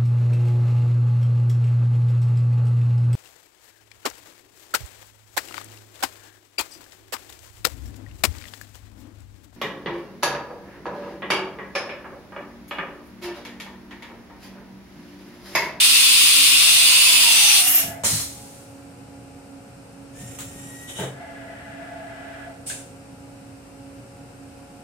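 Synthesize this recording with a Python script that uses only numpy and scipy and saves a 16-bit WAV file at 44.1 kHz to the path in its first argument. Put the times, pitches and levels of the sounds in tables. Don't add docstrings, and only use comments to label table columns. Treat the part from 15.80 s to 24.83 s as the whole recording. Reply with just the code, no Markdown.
import sys
import numpy as np
from scipy import signal
from scipy.fft import rfft, irfft, next_fast_len
from scipy.io import wavfile
from scipy.ndimage import uniform_filter1d, map_coordinates

SR = 44100
rng = np.random.default_rng(int(sys.argv[2]) if len(sys.argv) > 2 else 0)


def transcribe(signal):
    frames = np.atleast_2d(signal).T
    limited = np.clip(frames, -1, 1)
    pcm = np.round(limited * 32767).astype(np.int16)
    wavfile.write(sys.argv[1], SR, pcm)


N = 398220
T = np.arange(N) / SR

# time_s, closure (0 open, 1 seated)
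GAP_CLOSURE = [(.95, 0.019), (1.15, 0.095), (1.5, 0.32), (1.745, 0.63), (1.83, 0.88), (1.94, 0.96)]
# open_db, turn_closure, turn_db, seated_db
JET_THROTTLE = (-15.5, 0.78, -17, -41.5)
# freq_hz, level_db
CRACK_SPECTRUM = [(250, -13), (600, 8), (900, -2), (1200, -5), (1600, 5.5), (2300, 5), (4000, 2),
                  (5200, -3), (7300, 13), (11000, -9), (16000, -16)]
PURGE_OFF_S, PURGE_FALL_DB_PER_S = 1.998, 193


def air_purge():
    # freq_hz, level_db
    jet_spectrum = [(300, -84), (700, -32), (1200, -17), (1950, -15.5), (2400, -2), (3000, -2), (3600, -2),
                    (4900, -3), (5700, -8), (6700, -11), (8500, -4), (9800, -4), (11500, -13.5),
                    (13000, -30), (14600, -7), (16000, -28)]
    gap_spectrum = [(500, -21), (1500, -7.5), (2500, -2.5), (4200, -12), (6500, -2.5), (9500, -2.5),
                    (12000, -0.5), (14000, -6), (16000, -12)]
    # open_db, turn_closure, turn_db, seated_db
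    gap_throttle = (-29, 1.1, -27.5, -33.5)
    # open_hz, seated_hz, width_hz, open_db, turn_closure, turn_db, seated_db
    cavity_modes = [(1049, 700, 70, -44.5, 0.35, -32.5, -40), (2710, 2860, 125, -45, 0.91, -26, -34),
                    (2860, 3400, 99, -48, 0.06, -19.5, -58), (6630, 5380, 270, -44, 0.54, -17, -35),
                    (9130, 9250, 420, -39, 0.86, -18, -43)]
    # start_s, length_s, pitch_hz, level_db
    chirps = [(1.745, .06, 13500, -27), (1.868, 0.023, 14080, -26), (1.937, 0.017, 12700, -10),
              (1.972, .025, 12730, -19.5)]
    closure = curve(GAP_CLOSURE)
    roar = undb(-1) * noise(colour(jet_spectrum), band=(3300, 4900)) * throttled(closure, *JET_THROTTLE)
    hiss = noise(colour(gap_spectrum), band=(10800, 12200)) * throttled(closure, *gap_throttle)
    surge = undb(.5 * walk(8.73))
    air = holder_echo(roar * surge + hiss)
    for open_hz, seated_hz, width_hz, *throttle in cavity_modes:
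        ring = blown(open_hz + (seated_hz - open_hz) * closure, width_hz)
        air += ring * throttled(closure, *throttle) * undb(walk(18))
    shriek_s, hold_s = 1.85, .07
    shriek = blown(10760 + 26000 * np.clip(T - shriek_s, 0, hold_s), width_hz=3200)
    air += undb(-16.5) * shriek * envelope(shriek_s, shriek_s + hold_s, rise_s=.024, fall_db_per_s=480)
    for start, length, hz, db in chirps:
        gate = envelope(start, start + length, rise_s=.012, fall_db_per_s=478.5)
        air += undb(db) * tone(hz, spread_hz=70, rate=400) * gate
    flutter_db = .58 * walk(59.26)
    return air * undb(flutter_db) * shutoff()


def holder_echo(air):
    # time_s, lag_ms, gain
    echo = [(.55, .6, 0), (.9, .5, .17), (1.12, .447, .25), (1.4, .4, .22), (1.75, .34, 0)]
    treble = filtered(air, lambda f: treble_share(f, 4000))
    delayed = map_coordinates(treble, [(T - curve(echo) / 1000) * SR], order=3)
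    return air + curve(echo, column=2) * delayed


def spindle_nose():
    # pitch_hz, width_hz, level_db
    modes = [(2602, 11, 3), (2632, 10, -2), (2746, 11, 7.5), (2838, 14, -2), (2931, 12, -1), (3441, 14, 4),
             (3589, 17, 1.5), (3676, 15, 1), (4197, 12, -6), (4239, 12, -3), (4412, 12, -3), (4664, 18, -3),
             (4885, 16, -5), (8470, 50, -7), (9117, 16, -3)]
    ring = sum(filtered(rng.standard_normal(N), resonances(modes[k::3])) * undb(1.5 * walk(4))
               for k in range(3))
    flow = throttled(curve(GAP_CLOSURE), *JET_THROTTLE) * shutoff()
    return undb(-1) * flow * ring / ring.std()


def exhausts():
    # freq_hz, level_db
    vent_spectrum = [(300, -13), (1400, -9), (3300, -6), (4200, -3), (5500, -2.5), (7200, 0.5), (9300, 2),
                     (11000, -5), (13000, -6.5), (16000, -15)]
    puff_spectrum = [(800, -34), (2500, -11), (4000, -12), (5200, -6), (6600, -8), (8300, 3.5), (9700, 1),
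                     (11000, -13), (13000, -13), (16000, -23)]
    # pitch_hz, width_hz, level_db, sag_db_per_s
    port_modes = [(4140, 200, -35, 15), (5550, 280, -35, 45), (7130, 430, -24, 140)]
    vent_s, dumped_s = 2.234, 2.414
    dump = undb(-18) * envelope(vent_s, dumped_s, rise_s=.014, fall_db_per_s=200, sag_db_per_s=61)
    seep = undb(-37.5) * envelope(vent_s, 2.764, rise_s=.12, fall_db_per_s=60, sag_db_per_s=20.5)
    puff = undb(-29) * envelope(6.858, 6.88, rise_s=.011, fall_db_per_s=131, sag_db_per_s=40)
    air = noise(colour(vent_spectrum)) * (dump + seep) + noise(colour(puff_spectrum)) * puff
    for hz, width_hz, db, sag in port_modes:
        rush = envelope(vent_s, dumped_s, rise_s=.017, fall_db_per_s=200, sag_db_per_s=sag)
        air += undb(db) * blown(hz, width_hz) * rush
    whistle = undb(-38) * envelope(2.375, 2.437, rise_s=.02, fall_db_per_s=300, sag_db_per_s=70)
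    return air + blown(12300, width_hz=120) * whistle


def clunks():
    # start_s, ring_db, contact_cutoff_hz, crack_db
    head_blows = [(2.035, -35.5, 404, -52), (2.078, -32, 304, -40), (2.236, -30.5, 1500, -28.5),
                  (2.245, -58.5, 1474, -27), (2.259, -37, 1500, -51), (2.312, -29, 130, -66),
                  (2.331, -26, 126, -62)]
    carousel_blows = [(4.405, -40, 196, -46), (4.587, -58, 3500, -32.5), (4.604, -56, 3500, -40.5),
                      (4.752, -35, 179, -63), (4.852, -38, 177, -65), (5.186, -34, 2950, -54),
                      (5.196, -30.5, 2000, -37), (5.208, -32.5, 1500, -62), (5.231, -31.5, 1100, -63),
                      (5.265, -44, 1496, -70)]
    valve_blows = [(6.898, -37.5, 6000, -31.5)]
    # pitch_hz, level_db, t60_s
    head_modes = [(74, -18, 0.98), (106, -3.5, 0.36), (122, -13, 0.29), (152, -6.5, 0.49), (206, -2, 0.17),
                  (410, -12, 0.12), (567, -7, 0.13), (686, -9, 0.3), (924, -2, 0.11), (1436, -6, 0.09),
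                  (1470, -17, .2), (2940, 6.5, 0.086)]
    carousel_modes = [(133.5, -4.5, 0.55), (188, -3, 0.307), (335, -11, 0.073), (416, 1.5, 0.088),
                      (456, 2, 0.045), (651, -5, 0.21), (882, -4.5, 0.19), (1470, -11, 0.18),
                      (1610, -11, 0.46), (1910, -11, 0.4), (2960, -19, 0.28), (3360, -13.5, .25),
                      (3760, -1, .25)]
    valve_modes = [(1550, -5, 0.57), (1680, 2, 0.29), (1750, -9, 0.23), (2730, -7, 0.43), (3600, -6, 0.39),
                   (4320, -5, 0.28)]
    # freq_hz, level_db
    clack = [(250, -12), (600, -6), (1300, 5.5), (2300, 2.5), (4000, 3), (5200, -5), (7300, 10), (10000, 0),
             (13000, -5), (16000, 2)]
    return (strike(head_blows, head_modes, CRACK_SPECTRUM, crack_t60=.27, boom_db=0, boom_t60=.14)
            + strike(carousel_blows, carousel_modes, clack, crack_t60=.29, boom_db=-4.5, boom_t60=.4)
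            + strike(valve_blows, valve_modes, CRACK_SPECTRUM, crack_t60=.43, boom_db=-20, boom_t60=.15))


def strike(blows, modes, crack_spectrum, crack_t60, boom_db, boom_t60):
    # freq_hz, level_db
    boom_spectrum = [(70, -10), (140, 7.5), (260, -7.5), (450, 6), (900, -4), (1150, -8.5), (1700, -1),
                     (3000, -9), (5000, -26)]
    out, t = np.zeros(N), T[:SR // 3]
    hz, mode_db, t60 = np.transpose(modes)[:, :, None]
    polarity = (-1) ** np.arange(len(hz))[:, None]
    decay = polarity * undb(mode_db - 60 * t / t60)
    crack, boom = noise(colour(crack_spectrum)), noise(colour(boom_spectrum))
    for start, ring_db, contact_hz, crack_db in blows:
        span = slice(int(start * SR), int(start * SR) + len(t))
        detune = 1 + .0161 * rng.standard_normal(hz.shape)
        ring = (decay * np.sin(2 * np.pi * hz * detune * t)).sum(0)
        ring += undb(boom_db - 60 * t / boom_t60) * boom[span]
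        softened = signal.lfilter(*signal.butter(2, contact_hz, fs=SR), ring)
        out[span] += undb(ring_db) * softened + undb(crack_db - 60 * t / crack_t60) * crack[span]
    return out


def carousel(start_s=4.32, stop_s=5.2, spin_up_s=.085, chatter_db=2.2):
    # time_s, pitch_hz
    whine_pitch = [(4.33, 1677), (4.39, 1798), (4.46, 1854), (4.55, 1860), (4.68, 1856), (5.09, 1913),
                   (5.21, 1893)]
    harmonics = [-0.5, -13, -9, -2, -1, -11, -11, -17]
    # time_s, gain_db
    lowest_ride = [(4.42, -1), (4.56, -11), (4.82, -3.5), (4.92, 1.5), (5.02, 3.5), (5.2, 1)]
    # freq_hz, level_db
    scratch = [(400, 5.5), (1200, -4), (3000, 1), (4500, -12), (6500, 2), (9000, 1.5), (11500, -9),
               (16000, -21)]
    # start_s, length_s, level_db
    rubs = [(5.07, 0.037, -40.5), (5.149, 0.097, -40)]
    hz, age = curve(whine_pitch) + 3 * walk(40), T - start_s
    lowest, *upper = [undb(db) * tone(k * hz, spread_hz=12 * k, rate=300)
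                      for k, db in enumerate(harmonics, 1)]
    whine = sum(partial * undb(chatter_db * walk(40)) for partial in upper)
    whine += lowest * undb(curve(lowest_ride))
    whine += undb(-14) * sum(tone((k + .5) * hz, spread_hz=16.4, rate=430) for k in range(3, 8))
    whine *= undb(-51 + 1.5 * age)
    brushes = noise(colour(scratch)) * undb(-46 - 3 * age + chatter_db * walk(110))
    motor = (whine + brushes) * np.clip(age / spin_up_s, 0, 1)
    rumble = noise(resonances([(90, 22, 5), (126, 9.1, 14), (199, 42, 3.5), (400, 150, -16)]))
    rumble *= undb(-45.5 + 2 * walk(11)) * envelope(start_s, 4.82, rise_s=.02, fall_db_per_s=90)
    rub = noise(resonances([(3026, 95, 4), (3400, 61, -1), (3730, 100, 0)]))
    rub += undb(.5) * noise(colour(scratch))
    rub *= sum(undb(db) * envelope(start, start + length, rise_s=.027, fall_db_per_s=200)
               for start, length, db in rubs)
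    return (motor + rumble) * envelope(start_s, stop_s, rise_s=.017, fall_db_per_s=198) + rub


def axis_drive(rise_s=.13, swell_db_per_s=2):
    # start_s, stop_s, screw_db, servo_db
    moves = [(0.715, 2.002, -45, -50), (1.984, 2.149, -40.5, -46), (5.285, 6.65, -41.5, -46)]
    # pitch_hz, width_hz, level_db
    column_modes = [(664, 15.7, 3), (703, 12, -3), (846, 34, -9)]
    servo_modes = [(1480, 190, -6.5), (1688, 23, 2.5), (2000, 27, -2.5), (2330, 940, -13.5)]
    # time_s, gain_db
    column_ride = [(5.45, 0.5), (5.53, -2.5), (5.66, 0), (5.82, -3.5), (5.95, -2.5), (6.15, 2.5), (6.35, 0),
                   (6.62, -1.5), (6.7, 3.5), (6.76, 2)]
    # time_s, pitch_hz
    sinking_pitch = [(5.42, 2153), (5.78, 1854), (6.0, 1715), (6.3, 1666), (6.6, 1508)]
    rolling = noise(resonances(column_modes), band=(620, 760)) * undb(curve(column_ride))
    sinking = undb(-10) * blown(curve(sinking_pitch), width_hz=100)
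    growl = (noise(resonances(servo_modes)) + sinking) * undb(walk(45))
    out = np.zeros(N)
    for start, stop, screw_db, servo_db in moves:
        swell_db = swell_db_per_s * np.clip(T - start, 0, stop - start)
        out += undb(screw_db) * rolling * envelope(start, stop, rise_s, fall_db_per_s=68)
        out += undb(servo_db + swell_db) * growl * envelope(start, stop, rise_s, fall_db_per_s=103)
    return out


def enclosure(x, tail_t60=.26):
    t = T[:SR // 2]
    decay = np.exp(-t / .008) + undb(-14 - 60 * t / tail_t60)
    response = rng.standard_normal((2, len(t))) * decay
    for _ in range(2):
        spectrum = rfft(response, len(t))
        broad_colour = np.sqrt(uniform_filter1d(abs(spectrum) ** 2, size=120))
        response = irfft(spectrum / broad_colour, len(t))[:, :SR // 3]
    echoes = signal.fftconvolve(x[None], response, axes=1)[:, :N]
    return crossover(x, echoes, split_hz=650)


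def workshop(fan_hz=275.3):
    # pitch_hz, level_db
    hum_tones = [(56, -62.5), (87, -61.5), (119, -55.5), (240, -79), (299, -66.5), (365, -65), (480, -68),
                 (551.5, -55), (599, -71.5), (717, -61), (827.5, -61.5), (959, -84), (1103, -76),
                 (1378, -71)]
    # centre_s, half_length_s, depth_db
    fan_dips = [(1.104, 0.21, -3), (1.732, 0.083, -7), (2.806, 0.32, -4), (3.875, 0.061, -9),
                (4.075, 0.12, -5), (4.452, 0.08, -6), (5.246, 0.18, -12.5), (5.863, 0.085, -10),
                (7.09, 0.035, -24), (7.85, 0.036, -8), (8.288, 0.067, -21), (8.514, 0.045, -19),
                (8.793, 0.064, -3)]
    # freq_hz, level_db
    rumble_spectrum = [(15, -51), (25, -21), (108, -1), (220, -3), (273, -5), (334, -12), (499, -5.5),
                       (548, -16), (610, -11), (712, -10), (1000, -16.5), (1300, -68), (2200, -120)]
    leak_spectrum = [(500, -57), (900, 3), (1400, 8), (1900, 1), (2700, 4), (3300, -5.5), (4400, -3),
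                     (5200, -1.5), (6500, -6), (7600, -1), (8500, 0.5), (9600, -2), (10300, -8),
                     (11400, -16), (12400, -7), (14300, -18.5), (16000, -55)]
    hum = sum(undb(db + 2 * walk(5)) * tone(hz, spread_hz=.877, rate=8) for hz, db in hum_tones)
    dip_db = sum(db * np.exp(-((T - centre) / half) ** 2) for centre, half, db in fan_dips)
    fan = undb(-47.5 + dip_db + 2.2 * walk(23)) * tone(fan_hz, spread_hz=1.7, rate=10)
    fan += undb(-58) * blown(fan_hz, width_hz=8)
    rumble = wide(lambda: noise(colour(rumble_spectrum), band=(60, 220)), split_hz=364)
    leak = wide(lambda: noise(colour(leak_spectrum)), split_hz=430)
    return hum + fan + undb(-50 + .21 * walk(3.3)) * rumble + undb(-53 + .079 * walk(2.93)) * leak


def throttled(closure, open_db, turn_closure, turn_db, seated_db):
    return undb(np.interp(closure, [0, np.clip(turn_closure, .01, .99), 1], [open_db, turn_db, seated_db]))


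def shutoff():
    return undb(-PURGE_FALL_DB_PER_S * np.maximum(T - PURGE_OFF_S, 0))


def envelope(start, stop, rise_s, fall_db_per_s, sag_db_per_s=0):
    age = np.maximum(T - start, 0)
    loss_db = sag_db_per_s * np.minimum(age, stop - start) + fall_db_per_s * np.maximum(T - stop, 0)
    return np.minimum(age / rise_s, 1) * undb(-loss_db)


def undb(db):
    return 10 ** (np.asarray(db) / 20)


def curve(rows, column=1):
    rows = np.array(rows)
    return np.interp(T, rows[:, 0], rows[:, column])


def filtered(x, response):
    size = next_fast_len(x.shape[-1], True)
    f = np.arange(size // 2 + 1) * SR / size + 1e-3
    return irfft(rfft(x, size) * response(f), size)[..., :x.shape[-1]]


def colour(points):
    hz, db = np.transpose(points)
    return lambda f: undb(np.interp(np.log(f), np.log(hz), db)) * np.minimum(f / hz[0], 1) ** 2


def resonances(modes):
    return lambda f: sum(undb(db) / (1 + ((f - hz) / width) ** 2) for hz, width, db in modes)


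def noise(response, band=(0, SR)):
    x = filtered(rng.standard_normal(N), response)
    f = np.arange(1, SR // 2)
    power = response(f) ** 2
    return x / x.std() * np.sqrt(power.sum() / power[(f > band[0]) & (f < band[1])].sum())


def walk(rate):
    steps = rng.standard_normal(size=65536)
    return 1.222 * np.interp(T * rate, np.arange(len(steps)), steps)


def tone(hz, spread_hz, rate):
    return np.sqrt(2) * np.sin(2 * np.pi * np.cumsum(hz + spread_hz * walk(rate)) / SR)


def blown(hz, width_hz):
    phase = 2 * np.pi * np.cumsum(np.broadcast_to(hz, N)) / SR
    return walk(2 * width_hz) * np.cos(phase) + walk(2 * width_hz) * np.sin(phase)


def treble_share(f, split_hz):
    return 1 / np.sqrt(1 + (split_hz / f) ** 3)


def crossover(low, high, split_hz):
    bass = filtered(low, lambda f: np.sqrt(1 - treble_share(f, split_hz) ** 2))
    return bass + filtered(high, lambda f: treble_share(f, split_hz))


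def wide(source, split_hz):
    return crossover(source(), np.array([source(), source()]), split_hz)


def scene():
    left, right = (enclosure(air_purge() + exhausts()) for _ in range(2))
    pan = np.array([[.93], [.37]])
    air = pan * left + pan[::-1] * right
    nose = np.array([spindle_nose(), spindle_nose()])
    machinery = wide(lambda: carousel() + axis_drive() + clunks(), split_hz=730)
    return air + nose + machinery + workshop()


def record(dry, threshold_db=-20, ratio=1.39, window_s=.1, top_hz=15800):
    # freq_hz, left_minus_right_db
    balance = [(110, 1), (200, 1), (300, -7.5), (420, 2.5), (600, 0), (2400, 2), (4400, 0.5), (6300, 4),
               (8300, -3), (12000, -0.5)]
    hz, balance_db = np.transpose(balance)
    sides = np.array([[.5], [-.5]])
    heard = filtered(dry, lambda f: undb(sides * np.interp(np.log(f), np.log(hz), balance_db)))
    level_db = 10 * np.log10(uniform_filter1d((heard ** 2).mean(0), size=int(window_s * SR)))
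    heard *= undb((1 / ratio - 1) * np.maximum(level_db - threshold_db, 0))
    return signal.sosfilt(signal.ellip(10, .2, 80, top_hz, fs=SR, output="sos"), heard)


dry = scene()
out = record(dry)
transcribe(out)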